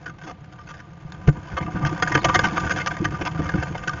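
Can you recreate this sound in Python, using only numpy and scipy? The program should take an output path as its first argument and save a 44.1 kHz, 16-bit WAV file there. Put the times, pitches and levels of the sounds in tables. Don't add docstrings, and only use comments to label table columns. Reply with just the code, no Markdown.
import sys
import numpy as np
from scipy import signal
from scipy.fft import rfft, irfft
from scipy.io import wavfile
from scipy.ndimage import map_coordinates

SR = 44100
rng = np.random.default_rng(int(sys.argv[2]) if len(sys.argv) > 2 else 0)


def materialize(psi):
    bounded = np.clip(np.atleast_2d(psi).T, -1, 1)
    quanta = np.round(bounded * 32767).astype(np.int16)
    wavfile.write(sys.argv[1], SR, quanta)


N = 176400


def amp(db):
    return 10 ** (np.asarray(db) / 20)


def unit(x):
    return x / np.sqrt(np.mean(x ** 2) + 1e-20)


def along(points, hz):
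    f, v = np.transpose(points)
    return np.interp(np.log(hz + 1), np.log(f + 1), v)


def curve(rows):
    return np.interp(np.arange(N) / SR, *np.transpose(rows))


def add(track, s, x):
    i = max(round(s * SR), 0)
    track[i:i + len(x)] += x[:max(N - i, 0)]


def focus(f, hz, octaves):
    return np.exp(-.5 * (np.log2((f + 1) / hz) / octaves) ** 2)


def clicks(count, rate, spread_db):
    chance, sign = rng.random((2, count))
    size = amp(spread_db * np.clip(rng.standard_normal(count), -2, 2))
    return (chance < rate / SR) * np.sign(sign - .5) * size


def wobble(rate, count=N):
    return map_coordinates(rng.standard_normal(2048), [np.arange(count) * rate / SR], mode="wrap")


def swell(t, length, rise, fall):
    return np.minimum(t / rise, 1) * np.exp(-np.maximum(t - length, 0) / fall)


def at_level(x, db, seconds):
    return x * amp(db) * np.sqrt(seconds * SR / (np.sum(x ** 2) + 1e-20))


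# (frequency [Hz], width [Hz], lift [dB])
BOX_MODES = [(80, 12, 5.5), (163, 59, 8.5), (304, 17, 12.5), (338, 28, 8.5), (462, 30, 3.5),
             (528, 60, 10.5), (672, 24, 12.5), (734, 32, 16), (915, 28, 9), (987, 30, 12), (1194, 30, 20.5),
             (1455, 40, 13), (1535, 36, 16), (1633, 60, 9), (1869, 35, 10), (2118, 46, 10.5), (2655, 40, 8),
             (3030, 110, 5.5), (3340, 90, 4), (3630, 64, 4.5), (4370, 70, 6), (4965, 110, 6), (5350, 52, 5),
             (5885, 44, 7), (6120, 30, 6), (6468, 70, 14), (6808, 22, 17)]
# (frequency [Hz], width [Hz], cut [dB])
SPECTRAL_DIPS = [(246, 44, 9), (395, 40, 5.5), (612, 45, 9), (800, 30, 4), (1080, 45, 9.5), (1330, 70, 10),
                 (1990, 80, 10), (2830, 110, 5), (4020, 280, 4), (6650, 110, 7)]


def in_box(x, colour, ring=1, size=8192):
    f = np.fft.rfftfreq(size, 1 / SR)

    def bell(hz, width):
        return 1 / (1 + (2 * (f - hz) / width) ** 2)

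    lift = 1 + sum((amp(db) ** 2 - 1) * bell(hz, width) for hz, width, db in BOX_MODES)
    cut = amp(-sum(db * bell(hz, width) for hz, width, db in SPECTRAL_DIPS))
    box = np.sqrt(np.abs(lift)) * cut
    cepstrum = irfft(np.log(np.maximum(amp(colour(f)) * box ** ring, 1e-6)))
    cepstrum[1:size // 2] *= 2
    cepstrum[size // 2 + 1:] = 0
    response = irfft(np.exp(rfft(cepstrum)))
    return signal.fftconvolve(x, response)[:len(x)]


ECHO_T60_S, ECHO_DB = 0.016, -3


def echo(x, size=2048):
    tail = rng.standard_normal(size) * amp(-60 * np.arange(size) / SR / ECHO_T60_S)
    return x + amp(ECHO_DB) * signal.fftconvolve(x, tail / np.linalg.norm(tail))[:len(x)]


HISS_DB = -55.5
# (frequency [Hz], relative level [dB])
HISS_SPECTRUM = [(100, 9.5), (1500, 4), (4000, -7.5), (6500, -21.5), (7200, -31.5)]


def hiss():
    noise = rng.standard_normal(N)
    return amp(HISS_DB) * unit(in_box(noise, lambda f: along(HISS_SPECTRUM, f), ring=0))


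# (time [s], length [s], level [dB], upper pitch away from the bend [Hz])
TONE_PAIR = (2.188, .052, -49, 4410)
BEND_HZ, BEND_S = 400, .006
ROUGHNESS, MIDWAY_HZ = .3, 4000


def thin_tones():
    out = np.zeros(N)
    s, length, db, hz = TONE_PAIR
    n = int(length * SR)
    from_middle = np.arange(n) / SR - length / 2
    upper = hz - BEND_HZ * np.exp(-(from_middle / BEND_S) ** 2)
    lower = 2 * MIDWAY_HZ - upper
    tones = sum(np.sin(2 * np.pi * np.cumsum(pitch) / SR) for pitch in (upper, lower))
    rough = 1 + ROUGHNESS * wobble(600, count=n)
    add(out, s, amp(db) * unit(signal.windows.tukey(n) * rough * tones))
    return out


# (time [s], level [dB])
RUSTLE_LEVEL = [(0.0, -43.5), (0.13, -51.5), (0.3, -54.5), (0.76, -52), (1.01, -49.5), (1.59, -40),
                (1.7, -41.5), (1.83, -37.5), (2.13, -29), (2.24, -34.5), (2.28, -30.5), (2.39, -29),
                (2.8, -33.5), (3.01, -35.5), (3.17, -36), (3.45, -33.5), (3.85, -39), (4.0, -39.5)]
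# (frequency [Hz], relative level [dB])
LITTER_SPECTRUM = [(100, -22), (300, -5), (600, -9.5), (1000, -4.5), (1500, -9.5), (2200, -10.5),
                   (3300, -17.5), (4000, -25), (4700, -22), (6400, -25.5), (7200, -28.5)]
# (time [s], level [dB])
SHUFFLE_LEVEL = [(0.0, -40.5), (0.23, -39), (1.05, -40), (1.25, -31.5), (1.59, -36), (1.72, -29.5),
                 (1.78, -23.5), (2.14, -31.5), (2.31, -26.5), (2.54, -30), (2.82, -31), (3.48, -29),
                 (4.0, -30)]
# (frequency [Hz], relative level [dB])
SHUFFLE_SPECTRUM = [(25, -15.5), (60, -7), (120, -5), (170, -4.5), (230, -13.5), (400, -22.5), (800, -29.5),
                    (2000, -45.5), (7000, -67.5)]
RUSTLE_DB, SHUFFLE_DB = -4, -2.5
CRACKLES_PER_S, CRACKLE_SPREAD_DB = 1200, 2.5
FLICKER_DB, FLICKER_KNOTS_PER_S = 3.5, 59.86
RUSTLE_RING = .7


def nest():
    crackle = clicks(N, CRACKLES_PER_S, CRACKLE_SPREAD_DB)
    crackle = crackle * amp(FLICKER_DB * np.tanh(wobble(FLICKER_KNOTS_PER_S)))
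    rustle = unit(in_box(crackle, lambda f: along(LITTER_SPECTRUM, f), ring=RUSTLE_RING))
    shuffle = unit(in_box(rng.standard_normal(N), lambda f: along(SHUFFLE_SPECTRUM, f)))
    rustle = rustle * amp(curve(RUSTLE_LEVEL) + RUSTLE_DB)
    return rustle + shuffle * amp(curve(SHUFFLE_LEVEL) + SHUFFLE_DB)


SCRATCHES_PER_S, SCRATCH_S, SCRATCH_FALL_S = 85, .005, .002
SCRATCH_SPREAD_DB = 5
SCRATCH_DB, SCRATCH_TILT_DB = -3, 1
RISE_SHARE = 0.21
TREBLE_HZ = 3000


def scratches(size=1024):
    out, t = np.zeros(N), np.arange(size) / SR
    draws = rng.random((int(SCRATCHES_PER_S * N / SR), 3))
    for k, (when, span, strength) in enumerate(draws):
        length = SCRATCH_S * (.5 + span)
        envelope = swell(t, length, RISE_SHARE * length, SCRATCH_FALL_S)
        scrape = unit(echo(rng.standard_normal(size) * envelope))
        db = SCRATCH_SPREAD_DB * (2 * strength - 1)
        add(out, (k + 2 * when) / SCRATCHES_PER_S, amp(db) * scrape)

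    def colour(f):
        return along(LITTER_SPECTRUM, f) + SCRATCH_TILT_DB * np.log2((f + 1) / TREBLE_HZ)

    return unit(in_box(out, colour)) * amp(curve(RUSTLE_LEVEL) + SCRATCH_DB)


# (time [s], gain of the blow [dB])
LANDINGS = [(1.05, -20), (1.2803, 8.5), (1.839, -7.5), (3.393, -14.5), (3.537, -16)]
# (frequency [Hz], relative level [dB], 60 dB decay time [s])
BOARD_MODES = [(76, -13, .06), (143, 0, .075), (305, -26, .05)]
THUMP_RISE_S = .004
PUSH_DB, PUSH_S = -13, .005


def thumps(size=8192):
    out, t = np.zeros(N), np.arange(size) / SR
    ring = sum(amp(db - 60 * t / t60) * np.sin(2 * np.pi * hz * t) for hz, db, t60 in BOARD_MODES)
    push = amp(PUSH_DB) * (1 - t / PUSH_S) * np.exp(1 - t / PUSH_S)
    contact = 1 - np.exp(-t / THUMP_RISE_S)
    for s, db in LANDINGS:
        add(out, s, amp(db) * (ring + push) * contact)
    return out


# (time [s], length [s], level [dB], strongest pitch [Hz])
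WING_BEATS = [(.065, 0.051, -45, 279), (.24, 0.086, -41, 267.3), (1.17, 0.014, -40.5, 59),
              (1.273, 0.027, -18.5, 79), (1.33, 0.063, -34.5, 148), (1.369, 0.024, -37.5, 101),
              (1.52, 0.029, -28.5, 81), (1.607, 0.016, -24, 168), (1.64, 0.052, -30.5, 200.3),
              (1.745, 0.018, -24.5, 288), (1.81, 0.066, -24, 120.8), (1.915, 0.018, -25.5, 299.6),
              (2.03, 0.035, -32, 151.4), (2.105, 0.032, -27, 124), (2.145, 0.033, -20.5, 148.3),
              (2.21, 0.027, -31.5, 165), (2.25, 0.051, -24, 128.7), (2.3, 0.1, -29.5, 101.2),
              (2.365, 0.028, -26.5, 168), (2.415, 0.067, -23.5, 217), (2.52, 0.028, -28, 171),
              (2.57, 0.055, -30, 170.3), (2.625, 0.047, -25, 91), (2.71, 0.046, -29, 168),
              (2.76, 0.032, -30.5, 164), (2.915, 0.013, -34.5, 293), (3.003, 0.0042, -19, 166),
              (3.017, 0.012, -22.5, 229), (3.044, 0.053, -26.5, 115), (3.11, 0.04, -30, 230),
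              (3.2, 0.032, -26, 379), (3.345, 0.0073, -26.5, 150), (3.392, 0.018, -21.5, 272),
              (3.43, 0.046, -28.5, 127), (3.54, 0.022, -18.5, 236.4), (3.575, 0.023, -22, 102),
              (3.705, 0.012, -25.5, 125), (3.872, 0.011, -27.5, 167), (3.938, 0.011, -30, 147)]
# (frequency [Hz], relative level [dB])
AIR_SPECTRUM = [(25, -8.5), (70, -2.5), (150, -8), (350, -9.5), (560, -22.5), (1200, -43.5), (3000, -51),
                (7000, -67)]
BUFFET_RISE_S, BUFFET_FALL_S, BUFFET_FOCUS_DB = 0.00821, 0.0096, 7
BUFFET_WAVE_SHARE = .45
BUFFET_SWOOP_OCTAVES, BUFFET_WAVER_OCTAVES = 1, .3


def wings(size=8192):
    out, t = np.zeros(N), np.arange(size) / SR
    for s, length, db, hz in WING_BEATS:
        def air(f):
            return along(AIR_SPECTRUM, f)

        def focused_air(f):
            return air(f) + BUFFET_FOCUS_DB * focus(f, hz, octaves=1.0)

        envelope = swell(t, length, BUFFET_RISE_S, BUFFET_FALL_S)
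        life = length + BUFFET_FALL_S
        swoop = BUFFET_SWOOP_OCTAVES * (.5 - np.minimum(t / life, 1))
        octaves = swoop + BUFFET_WAVER_OCTAVES * wobble(2 * hz, count=size)
        wave = unit(envelope * np.sin(2 * np.pi * np.cumsum(hz * 2 ** octaves) / SR))
        wave = unit(in_box(wave, air))
        eddies = unit(in_box(envelope * rng.standard_normal(size), focused_air))
        puff = np.sqrt(BUFFET_WAVE_SHARE) * wave + np.sqrt(1 - BUFFET_WAVE_SHARE) * eddies
        add(out, s - BUFFET_RISE_S / 2, at_level(puff, db, life))
    return out


# (time [s], length [s], level [dB], strongest pitch [Hz], treble lift [dB])
FEATHER_STROKES = [(0.056, 0.015, -30.5, 1410, -2.5), (0.077, 0.0077, -34, 1390, 3),
                   (0.093, 0.0078, -35.5, 1380, 3.5), (0.183, 0.0084, -43.5, 1570, -3),
                   (0.212, 0.014, -39.5, 1280, -1), (0.233, 0.019, -40, 1490, 9),
                   (0.258, 0.057, -36, 1240, -1), (0.442, 0.003, -46, 1530, 13),
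                   (.515, 0.019, -45.5, 1420, 7), (0.582, 0.014, -40, 1180, 0),
                   (0.604, 0.014, -45.5, 1210, 9), (0.669, 0.0086, -40.5, 1520, 6),
                   (0.683, 0.033, -37.5, 1380, 8), (0.728, 0.056, -45, 1600, 8),
                   (0.789, 0.017, -40.5, 1600, 7), (1.121, 0.00096, -33, 3870, 10),
                   (1.272, 0.02, -24.5, 1530, 4), (1.35, 0.043, -41.5, 1000, -23),
                   (1.465, 0.026, -42.5, 1080, 9), (1.511, 0.025, -36, 855, -5),
                   (1.566, 0.02, -21.5, 1120, -5), (1.602, .012, -31, 950, -22),
                   (1.622, 0.016, -32.5, 980, 5.5), (1.663, 0.0038, -26.5, 670, -13),
                   (1.675, 0.016, -32, 715, -21), (1.748, 0.022, -31.5, 540, -19),
                   (1.765, 0.018, -35, 1450, -5.5), (1.805, 0.064, -31, 920, -13),
                   (1.849, 0.0046, -19.5, 1820, -2.5), (1.857, 0.022, -27, 1160, 6),
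                   (1.916, 0.017, -38, 1040, 5.5), (1.96, 0.0048, -30.5, 1200, -16),
                   (2.022, 0.01, -13.5, 1296, 0), (2.072, 0.0095, -20, 1400, 4),
                   (2.117, 0.01, -20, 1860, 3), (2.142, 0.0092, -22.5, 1400, 3),
                   (2.15, 0.0072, -10, 1595, -0.5), (2.174, 0.006, -19.5, 1180, -10),
                   (2.243, 0.0094, -13, 2940, 3), (2.253, 0.0066, -16, 1200, 5.5),
                   (2.283, 0.0073, -21, 1270, 12.5), (2.289, 0.012, -15, 1222, -6.5),
                   (2.342, 0.0082, -12, 1560, 4), (2.352, 0.0087, -11.5, 1950, 5.5),
                   (2.391, 0.0036, -11, 1510, 7), (2.434, 0.025, -16.5, 740, -1.5),
                   (2.463, 0.011, -26, 1300, 4), (2.475, 0.0051, -41, 1410, 2),
                   (2.505, 0.017, -32.5, 1500, -1.5), (2.566, 0.016, -18.5, 1400, -7),
                   (2.578, 0.0089, -29.5, 1520, -3), (2.594, 0.014, -29, 1530, 17),
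                   (2.634, 0.015, -27, 1610, -21), (2.664, 0.016, -25.5, 1370, 3),
                   (2.695, 0.0045, -23, 1570, 8), (2.704, 0.0046, -15.5, 1610, 4),
                   (2.711, 0.011, -20, 1440, 10), (2.759, 0.012, -26, 1550, 11.5),
                   (2.769, 0.02, -27.5, 1500, 4), (2.795, 0.024, -26.5, 1850, 5),
                   (2.861, 0.0027, -21.5, 1600, 6.5), (2.869, 0.0092, -18.5, 1350, 7),
                   (2.908, 0.01, -24, 1490, -2.5), (2.967, 0.0038, -25.5, 1840, 0),
                   (3.043, 0.0067, -25, 1300, 11), (3.048, 0.0069, -16.5, 1760, 6.5),
                   (3.111, .012, -37, 530, -14.5), (3.138, 0.018, -30, 1320, -2),
                   (3.21, 0.014, -25.5, 615, -4), (3.25, 0.013, -25, 1500, -1.5),
                   (3.266, 0.013, -23, 1200, 0), (3.372, 0.03, -33.5, 1450, -7),
                   (3.454, 0.01, -29, 1340, 1), (3.489, 0.0071, -22, 1550, 4),
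                   (3.518, 0.0025, -30.5, 1540, 6), (3.538, 0.0037, -24, 1470, -7),
                   (3.569, 0.07, -34, 1510, 1), (3.625, 0.0097, -23.5, 1635, 4.5),
                   (3.679, 0.015, -39, 1500, -12), (3.746, 0.014, -28.5, 784, -14),
                   (3.775, 0.0089, -34.5, 1510, 14), (3.835, 0.004, -27, 1510, 7),
                   (3.874, 0.009, -19.5, 1580, 11), (3.893, 0.0028, -18.5, 1290, 9.5),
                   (3.932, 0.0039, -26.5, 1460, 7), (3.969, 0.036, -37.5, 1420, -3)]
# (frequency [Hz], relative level [dB])
FEATHER_SPECTRUM = [(100, -12.5), (400, -2.5), (800, -3.5), (1500, -2), (2300, -3.5), (3300, -8.5),
                    (4000, -18), (4800, -14.5), (6400, -18.5), (7100, -28)]
STROKE_FALL_S, BARB_SPREAD_DB = 0.0024, 2.5
BARBS_PER_S, FIRM_DB = 1600, -22
BARBS_DOUBLE_DB = 9
STROKE_GRAIN_SHARE = .8
FOCUS_DB, FOCUS_OCTAVES = 8.5, 0.18


def feathers(size=8192):
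    out, t = np.zeros(N), np.arange(size) / SR
    for s, length, db, hz, treble_db in FEATHER_STROKES:
        def colour(f):
            treble = treble_db * f ** 2 / (f ** 2 + TREBLE_HZ ** 2)
            return along(FEATHER_SPECTRUM, f) + FOCUS_DB * focus(f, hz, FOCUS_OCTAVES) + treble

        barbs_per_s = BARBS_PER_S * 2 ** ((db - FIRM_DB) / BARBS_DOUBLE_DB)
        barbs = unit(clicks(size, barbs_per_s, BARB_SPREAD_DB))
        sliding = rng.standard_normal(size)
        scrape = np.sqrt(STROKE_GRAIN_SHARE) * barbs + np.sqrt(1 - STROKE_GRAIN_SHARE) * sliding
        stroke = echo(scrape * swell(t, length, RISE_SHARE * length, STROKE_FALL_S))
        add(out, s, at_level(in_box(stroke, colour), db, length + STROKE_FALL_S))
    return out


def scene():
    background = hiss()
    layers = feathers() + scratches() + wings() + thumps() + thin_tones() + nest()
    return (layers + background)[None]


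CLIP_LEVEL, CLIP_KNEE = .5, 16
TOP_HZ = 7350


def record(dry):
    clipped = dry / (15.5 + np.abs(dry / CLIP_LEVEL) ** CLIP_KNEE) ** (1 / CLIP_KNEE)
    lowpass = signal.firwin(301, TOP_HZ, fs=SR, window=("kaiser", 8))
    return signal.fftconvolve(clipped, lowpass[None], mode="same", axes=1)


dry = scene()
out = record(dry)
materialize(out)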